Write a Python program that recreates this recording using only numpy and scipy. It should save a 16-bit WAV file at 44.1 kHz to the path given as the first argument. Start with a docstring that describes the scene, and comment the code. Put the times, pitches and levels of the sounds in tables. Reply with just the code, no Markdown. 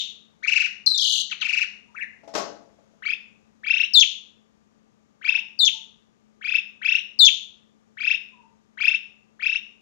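"""Caged starling in a hard-walled room

Warbles, a shrill trill, rolling churrs and down-slurred whistles: one gliding tone shaped by throat and beak.
The reverberation thins as the microphone moves closer. Something wooden bangs and rattles once, as decaying
modes plus noise cracks. Wavering sines hum on in filtered-noise air; another bird hoots far away.
"""
import sys
import numpy as np
from scipy import signal
from scipy.fft import rfft, irfft, next_fast_len
from scipy.io import wavfile
from scipy.ndimage import uniform_filter1d, minimum_filter1d

SR = 44100
rng = np.random.default_rng(int(sys.argv[2]) if len(sys.argv) > 2 else 0)


def wav_out(sig):
    """Save sig, one row per channel (or a flat mono array), as 16-bit PCM at SR to the path in sys.argv[1]."""
    wavfile.write(sys.argv[1], SR, np.round(np.clip(np.atleast_2d(sig).T, -1, 1) * 32767).astype(np.int16))


N = 432621
LEAD = SR // 4  # run-up in samples, so that the room already rings at the start


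def amp(db):
    """Decibels to gain."""
    return 10 ** (np.asarray(db) / 20)


def unit(x):
    """Scales to rms 1."""
    return x / np.sqrt(np.mean(x ** 2) + 1e-20)


def read(points, hz):
    """Reads a spectrum on a log-frequency axis."""
    point_hz, value = np.transpose(points)
    return np.interp(np.log(hz + 1), np.log(point_hz + 1), value)


def colour(x, points):
    """Filters x by a spectrum in dB."""
    size = next_fast_len(x.shape[-1] + 2048)
    gain = amp(read(points, np.fft.rfftfreq(size, 1 / SR)))
    return irfft(rfft(x, size) * gain, size)[..., :x.shape[-1]]


def wander(size, knots_per_s):
    """Random drift of about unit size: straight lines between random knots."""
    at = np.arange(size) * abs(knots_per_s) / SR
    knots = rng.standard_normal(size // 16 + 2)
    return np.interp(at, np.arange(len(knots)), knots)


def sine(hz_track):
    """Unit-rms sine whose phase integrates a pitch track."""
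    return np.sqrt(2) * np.sin(2 * np.pi * np.cumsum(hz_track) / SR)


def add(mix, start_s, sound):
    """Adds a sound to a track that begins with the run-up."""
    part = mix[max(LEAD + round(start_s * SR), 0):][:len(sound)]
    part += sound[:len(part)]


def ports(x):
    """Direct sound reaches the left microphone first."""
    return np.array([x, np.roll(x, 28)])


# Room decay: freq_hz, t60_s
ROOM_T60 = [(200, 0.71), (800, 0.5), (2500, 0.43), (4000, 0.42), (7000, 0.42), (9000, 0.15), (15000, 0.18)]


def reverberate(x, build_s=0.0021):
    """Two unrelated tails of dense reflections, each band dying at its own speed."""
    taps = rng.standard_normal((2, SR)) * (rng.random((2, SR)) < 1 / 8)
    hz, t, bands = signal.stft(taps, SR, nperseg=256)
    decay = amp(-60 * t / read(ROOM_T60, hz)[:, None])
    tail = signal.istft(bands * decay, SR, nperseg=256)[1]
    tail *= 1 - np.exp(-(np.arange(tail.shape[1]) / SR / build_s) ** 2)
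    # unit gain in the bird's own band, 2-5 kHz
    gain = np.sqrt(np.mean(abs(rfft(tail, SR)[:, 2000:5000]) ** 2))
    return signal.fftconvolve(x[None], tail / gain, axes=1)[:, :len(x)]


# Room air, relative spectrum: freq_hz, density_db_per_hz
AIR = [(20, -33), (50, -16.5), (150, -13), (215, -7.5), (260, -12.5), (330, -15), (440, -17), (690, -21),
       (870, -21.5), (1050, -23.5), (2500, -30.5), (4500, -35.5), (6800, -32.5), (8300, -46.5),
       (15500, -58.5)]
# Room air, rms level: time_s, level_db
AIR_DB = [(0, -61), (2.9, -59), (4.5, -62), (9.8, -62)]
# Hum partials: freq_hz, level_db
HUM = [(216.5, -62), (436, -74), (1179, -78), (1227, -84.5)]


def background(likeness=0.47, waver_hz=1.6, flutter=0.16):
    """Room air as partly shared stereo noise; hum as sines wavering in pitch and level."""
    t = np.arange(LEAD + N) / SR
    left, other = colour(rng.standard_normal((2, len(t))), AIR)
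    same = np.clip(likeness, 0, 1)
    right = same * left + np.sqrt(1 - same ** 2) * other
    air = unit(np.array([left, right])) * amp(np.interp(t, *np.transpose(AIR_DB)))
    hum = 0
    for hz, db in HUM:
        level = amp(db) * (1 + flutter * wander(len(t), 40))
        hum = hum + level * sine(hz + waver_hz * wander(len(t), 5.5))
    return air + hum


# Throat and open beak, relative response: freq_hz, level_db
THROAT = [(1000, -24.5), (1400, -11), (1900, -11), (2300, -5.5), (2700, 0.5), (4200, -1.5), (5000, -8),
          (6200, 1), (7400, -10.5), (8200, -20), (9200, -22), (11000, -17), (13000, -18.5), (15500, -19)]


def note(gesture, hz, db, overtones, jitter=.007, shimmer=.08, pressing=.3):
    """One gliding tone; each harmonic swells and fades as it sweeps across the throat's resonance."""
    when_s, factor, effort_db = np.transpose(gesture)
    t = np.arange(when_s.min(), when_s.max(), 1 / SR)
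    glide = uniform_filter1d(np.interp(t, when_s, factor), size=60)
    pitch = hz * glide * (1 + jitter * wander(len(t), 700))
    phase = 2 * np.pi * np.cumsum(pitch) / SR
    effort = np.interp(t, when_s, effort_db)
    # the harder the push, the richer the tone
    levels = [0] + [level + pressing * effort for level in overtones]
    tone = 0
    for k, level in enumerate(levels, 1):
        audible = k * pitch < SR / 2
        tone = tone + amp(level + read(THROAT, k * pitch)) * audible * np.sin(k * phase)
    tone *= amp(effort) * (1 + shimmer * wander(len(t), 460))
    tone *= signal.windows.tukey(len(t), 140 / len(t))
    peak_rms = np.sqrt(uniform_filter1d(tone ** 2, size=300).max())
    return amp(db) * tone / peak_rms


PULSE_SPREAD_DB, PULSE_DETUNE = 2.02, .008  # chance differences: level, share of pitch


def sing(song_notes):
    """Lays notes (start_s, gesture, pitch_hz, level_db, overtones, ..) on a track, each varied by chance."""
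    track = np.zeros(LEAD + N)
    for start_s, gesture, hz, db, *voice in song_notes:
        detune, spread = rng.standard_normal(2)
        varied_hz = hz * (1 + PULSE_DETUNE * detune)
        varied_db = db + PULSE_SPREAD_DB * spread
        add(track, start_s + gesture[0][0], note(gesture, varied_hz, varied_db, *voice))
    return track


def cage(x, level_db=1.5, t60_s=0.027):
    """Thin bars scatter the call into a brief, dense spray of echoes."""
    t = np.arange(SR // 16) / SR
    taps = rng.standard_normal((2, len(t))) * amp(-60 * t / t60_s) * (t > .003)
    taps /= np.linalg.norm(taps[0])
    return amp(level_db) * signal.oaconvolve(x[None], taps, axes=1)[:, :len(x)]


# Reflections from cage and near wall: delay_s, gain
ECHOES = [(.00224, 0.21), (.00261, 0.2), (.00324, 0.17), (.0048, 0.27), (.0078, .12), (0.0156, 0.13),
          (0.0232, 0.12)]
# Reverberation send, falling as the microphone nears: time_s, level_db
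WET = [(0, -8.5), (1.199, -10.5), (2, -11.5), (3.498, -14.5), (6, -14), (9.8, -15.5)]
# Beak points away, so the room gets more treble: freq_hz, level_db
SPILL = [(1400, 0), (2000, 5.5), (2700, 6.5), (3600, 6), (4500, 4), (5800, 3.5), (7200, 5), (9000, 5.5),
         (15000, 3)]


def starling(direct_db=-2.8):
    """All notes, then the cage's quick reflections and the room."""
    song = sing([*whistles(), *warbles(), *single_notes(), *trill(), *churrs()])
    near = song + sum(gain * np.roll(song, round(delay_s * SR)) for delay_s, gain in ECHOES)
    wet_db = np.interp((np.arange(LEAD + N) - LEAD) / SR, *np.transpose(WET))
    spilled = colour(song, SPILL) * amp(wet_db)
    return amp(direct_db) * ports(near) + cage(spilled) + reverberate(spilled)


# Overtones by note, relative to fundamental before throat and effort: h2_db, h3_db, h4_db, h5_db
OVERTONES = {"churr": [-17, -39, -32.5, -34], "arch": [-13, -19.5, -39, -28], "squawk": [2.5, -6.5, -31.5,
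             -18], "peep": [-12, -31, -49, -45.5], "scoop": [-7, -14.5, -30.5, -33], "chirrup": [-41.5, -44,
             -70, -35], "whistle": [-13.5, -22.5, -32, -44]}
# Whistles: start_s, settled_pitch_hz, level_db, starting_pitch_factor
WHISTLES = [(-.135, 3680, -11.5, 1.5), (3.935, 3450, -5, 1.65), (5.589, 3460, -6, 1.44),
            (7.189, 3450, -5.8, 1.46)]
SLUR_S, WHISTLE_SOFT_DB, WHISTLE_RISE_S = .0135, -5.5, 0.0082  # opening downslur, attack
FLICK_AT_S, FLICK_HALF_S, FLICK_RISE, FLICK_DB = .068, .009, 1.12, -10  # rise: share of pitch added
PLUNGE_AT_S, PLUNGE_S, PLUNGE_DROP, PLUNGE_DB = .073, 0.034, 0.61, -34  # drop: share of pitch lost


def whistles(jitter=0.0037, shimmer=0.14, bend=2.3, release=3.6):
    """A downslur settles on a loud, nearly pure tone, flicks up and back, and plunges away."""
    t = np.arange(0, PLUNGE_AT_S + PLUNGE_S, 1 / SR)
    flick = np.maximum(1 - abs(t - FLICK_AT_S) / FLICK_HALF_S, 0)
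    plunge = np.maximum(t - PLUNGE_AT_S, 0) / PLUNGE_S
    effort = WHISTLE_SOFT_DB * np.exp(-t / WHISTLE_RISE_S)
    effort += FLICK_DB * np.sqrt(flick) + PLUNGE_DB * plunge ** release
    for start_s, hz, db, first_factor in WHISTLES:
        slur = (first_factor - 1) * np.exp(-t / SLUR_S)
        factor = 1 + slur + FLICK_RISE * flick - PLUNGE_DROP * plunge ** bend
        gesture = np.column_stack([t, factor, effort])
        yield start_s, gesture, hz, db, OVERTONES["whistle"], jitter, shimmer


def pulse_times(length_s, gap_s):
    """Evenly spaced pulses, about gap_s apart, that fill a call."""
    return np.linspace(0, length_s, max(round(length_s / gap_s), 1) + 1)


# Syrinx gesture: when_s, pitch_factor, effort_db
ARCH = [(-.020, .5, -18), (-.014, .68, -6), (-.008, .83, 1), (-.001, 1, -1), (.005, .85, 2),
        (.011, .67, -1), (.017, .52, -5), (.022, .45, -12)]
# Warbles: start_s, first_to_last_arch_s, pitch_hz, level_db, first_pitch_factor, first_relative_db
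WARBLES = [(.444, .206, 2950, -16, .83, -11.5), (1.456, .164, 2920, -17, .97, -1)]
WARBLE_GAP_S = .041


def warbles(last_db=-2.0, jitter=.006, purity=0.89):
    """Even chains of arches; the first is lower, softer and so purer, the last slackens."""
    for start_s, length_s, hz, db, first_factor, first_db in WARBLES:
        for t in pulse_times(length_s, WARBLE_GAP_S):
            soft_db = first_db * (t == 0) + last_db * (t == length_s)
            pitch = hz if t else hz * first_factor
            overtones = np.array(OVERTONES["arch"]) + purity * soft_db
            yield start_s + t, ARCH, pitch, db + soft_db, overtones, jitter


# Syrinx gestures: when_s, pitch_factor, effort_db
PEEP = [(0, 1.56, -14), (.0025, 1.25, -4), (.005, 1.08, -1), (.009, 1.01, 0), (.016, 1, -1),
        (.020, 1.02, -6), (.023, 1.05, -22)]
SQUAWK = [(-.007, 0.93, -13), (-.001, 0.83, -22), (.004, 1, -11.5), (.009, .71, -2.5), (0.017, .6, -4.5),
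          (0.02, .54, -1.5), (.029, 0.29, -10.5)]
CHIRRUP = [(0, .35, -1.5), (.012, 0.54, -0.5), (.022, .94, -16.5), (0.036, 0.71, 4.5), (0.048, .53, 4.5),
           (.060, 0.62, 6), (.070, 1, -7.5), (.082, .72, 9.5), (0.096, .58, 9.5), (0.104, 0.77, -4)]
# Single notes: start_s, pitch_hz, level_db
PEEPS = [(.861, 4097, -7), (.901, 3980, -9.5), (.940, 3617, -12.5)]
SQUAWKS = [(1.306, 2212, -23.5), (1.408, 2210, -21)]
CHIRRUPS = [(1.944, 2926, -23)]


def single_notes():
    """Peeps before the trill, squawks after it, and one chirrup: one syrinx gesture each."""
    kinds = [("peep", PEEP, PEEPS), ("squawk", SQUAWK, SQUAWKS), ("chirrup", CHIRRUP, CHIRRUPS)]
    for name, gesture, notes in kinds:
        for start_s, hz, db in notes:
            yield start_s, gesture, hz, db, OVERTONES[name]


# Syrinx gesture at the settled gap: when_s, pitch_factor, effort_db
SCOOP = [(0, 2.05, -6), (.003, 1.58, 2), (.006, 1.22, 0), (.010, 1.02, -5), (.013, 1, -6), (.016, 1.14, -2),
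         (.019, 1.42, 0), (.023, 1.85, -10)]
TRILL_START_S, TRILL_GAP_S, TRILL_FIRST_GAP_S, TRILL_QUICKENING = .977, .0255, .033, .53
TRILL_FIRST_HZ, TRILL_END_HZ, TRILL_SINK_S = 3280, 2816, .05
TRILL_DB, TRILL_FADE_DB_PER_S = -15.5, 13.5


def trill(count=9, rasp_db=-60, jitter=0.0093):
    """Quickening scoops, each stretched with its gap, that turn harsher as their pitch sinks."""
    gaps = TRILL_GAP_S + (TRILL_FIRST_GAP_S - TRILL_GAP_S) * TRILL_QUICKENING ** np.arange(count)
    for t, gap in zip(np.cumsum(gaps) - gaps, gaps):
        hz = TRILL_END_HZ + (TRILL_FIRST_HZ - TRILL_END_HZ) * np.exp(-t / TRILL_SINK_S)
        overtones = np.array(OVERTONES["scoop"]) + rasp_db * np.log(hz / 2950)
        gesture = np.array(SCOOP) * [gap / TRILL_GAP_S, 1, 1]
        yield TRILL_START_S + t, gesture, hz, TRILL_DB - TRILL_FADE_DB_PER_S * t, overtones, jitter


# Far hoots: start_s, length_s, starting_pitch_hz, level_db
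HOOTS = [(1.468, 0.069, 973, -55.5), (1.872, 0.068, 985, -60), (5.252, 0.065, 1010, -52.5),
         (5.355, 0.051, 930, -55.5), (5.725, .053, 935, -54), (8.313, 0.16, 1053, -54),
         (8.761, 0.1, 990, -59.5)]
HOOT_SAG_HZ_PER_S = 1200


def far_bird(direct_db=-4, room_db=-2, waver=0.015):
    """Soft, nearly pure hoots that sag in pitch."""
    track = np.zeros(LEAD + N)
    for start_s, length_s, hz, db in HOOTS:
        size = round(length_s * SR)
        sagging = hz - HOOT_SAG_HZ_PER_S * np.arange(size) / SR
        pitch = sagging * (1 + waver * wander(size, 120))
        add(track, start_s, amp(db) * sine(pitch) * signal.windows.tukey(size, .5))
    return amp(direct_db) * ports(track) + amp(room_db) * reverberate(track)


# Two soft nudges, the bang, two late taps: start_s, level_db, crack_relative_db
BLOWS = [(2.234, -14, -19), (2.276, -6, -14), (2.338, -5, 0), (2.350, 5.5, 0), (2.378, 6, -6),
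         (2.785, -21, -23), (2.935, -28, -19)]
# Modes of the wood: freq_hz, level_db, t60_s
WOOD = [(215, -11.5, 0.15), (288.1, -7.5, 0.124), (448.4, -6.5, 0.23), (554, 4, 0.11), (593, -7, 0.071),
        (678.6, 1.5, 0.13), (835, -4, 0.15), (980, -9, 0.059), (1124, -13, 0.047), (1400, -9, 0.03)]
# Crack, relative spectrum: freq_hz, level_db
CRACK = [(30, -35), (130, -32), (220, -4), (600, 2), (1500, -4.5), (2100, -10), (3500, -12), (5500, -7.5),
         (7000, -13.5), (9000, -28), (12000, -34.5), (15000, -37)]


def bang(ring_db=-33.5, crack_db=-25.2, crack_t60_s=0.17, room_db=-2, detune=.008):
    """Each blow rings slightly detuned wood modes and a short noise crack, direct and through the room."""
    track, t = np.zeros(LEAD + N), np.arange(SR // 3) / SR
    attack = 1 - np.exp(-t / 0.001)
    for start_s, db, hardness_db in BLOWS + rattle():
        ring = 0
        for hz, level, t60_s in WOOD:
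            mode_hz = hz * (1 + detune * rng.standard_normal())
            phase = 2 * np.pi * (mode_hz * t + rng.random())
            ring = ring + amp(level - 60 * t / t60_s) * np.sin(phase)
        crack = unit(colour(rng.standard_normal(len(t)), CRACK)) * amp(-60 * t / crack_t60_s)
        blow = amp(ring_db) * ring + amp(crack_db + hardness_db) * crack
        add(track, start_s, amp(db) * blow * attack)
    return ports(track) + amp(room_db) * reverberate(track)


RATTLE_START_S, RATTLE_GAP_S = 2.43, .065
RATTLE_DB, RATTLE_FADE_DB_PER_S, RATTLE_CRACK_DB = -9.5, 58.5, -19


def rattle(count=5, unevenness=0.19, spread_db=2):
    """Uneven knocks that die away as the wood settles: start_s, level_db, crack_relative_db."""
    late, strong = rng.uniform(-1, 1, (count, 2)).T
    after_s = RATTLE_GAP_S * (np.arange(count) + unevenness * late)
    level_db = RATTLE_DB - RATTLE_FADE_DB_PER_S * after_s + spread_db * strong
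    return [(RATTLE_START_S + t, db, RATTLE_CRACK_DB) for t, db in zip(after_s, level_db)]


# Syrinx gestures, opening and rolling upslurs: when_s, pitch_factor, effort_db
LIFT = [(.005, .66, -4), (.010, .84, 1), (.016, 1, 0), (.020, 1.1, -4), (.023, 1.5, -12), (.028, 1.5, -15),
        (.033, .9, -12)]
CHURR = [(-.002, .64, -11), (.001, .56, -6), (.0065, .9, -2), (.011, .98, 0), (.020, 1.03, 0),
         (.022, 1.09, -7), (.0235, 1.43, -13), (.027, 1.37, -12), (.034, .6, -10)]
# Churrs: start_s, first_to_last_pulse_s, full_pitch_hz, full_level_db
CHURRS = [(3.017, .099, 2590, -18.5), (3.628, .199, 2740, -11.3), (5.208, .167, 2650, -14.7),
          (6.406, .165, 2650, -16), (6.81, .163, 2740, -12), (7.965, .165, 2660, -15.8),
          (8.768, .166, 2690, -12.8), (9.388, .159, 2720, -14)]
CHURR_GAP_S = .033
CHURR_FLAT, CHURR_CLIMB_S = .22, .043  # share of pitch below full at the start
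CHURR_SOFT_DB, CHURR_ATTACK_S, CHURR_LAST_DB = -18.5, .077, -3.5  # soft start, slack last pulse
CHURR_JITTER = 0.023  # share of pitch


def churrs(opening_db=-14, swell_power=2.16):
    """Each churr opens with a soft, pure upslur, then rolls on, climbing and swelling to its full voice."""
    for start_s, length_s, hz, db in CHURRS:
        for t in pulse_times(length_s, CHURR_GAP_S):
            pitch = hz * (1 - CHURR_FLAT * np.exp(-t / CHURR_CLIMB_S))
            swell_db = CHURR_SOFT_DB * max(1 - t / CHURR_ATTACK_S, 0) ** swell_power
            level = db + swell_db + CHURR_LAST_DB * (t == length_s)
            overtones = np.array(OVERTONES["churr"]) + opening_db * (t == 0)
            yield start_s + t, CHURR if t else LIFT, pitch, level, overtones, CHURR_JITTER


def scene():
    """Everything in the room, with the run-up dropped."""
    return (background() + starling() + far_bird() + bang())[:, LEAD:]


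def limit(x):
    """A quick limiter turns down peaks that near full scale."""
    room = np.minimum(1, .97 / (abs(x).max(0) + 1e-9))
    return x * uniform_filter1d(minimum_filter1d(room, size=201), size=201)


# Muffled right microphone: freq_hz, level_db
RIGHT_PORT = [(100, -14.5), (2400, -12), (4400, -17), (6500, -34), (8200, -26), (15000, -13.5)]
EDGE_HZ = 15600


def record(dry):
    """The right microphone is weak, dull and of opposite polarity; then limiter and band limit."""
    pair = limit(np.array([dry[0], -colour(dry[1], RIGHT_PORT)]))
    lowpass = signal.firwin(511, EDGE_HZ, window=("kaiser", 9), fs=SR)
    return signal.oaconvolve(pair, lowpass[None], "same")


dry = scene()
out = record(dry)
wav_out(out)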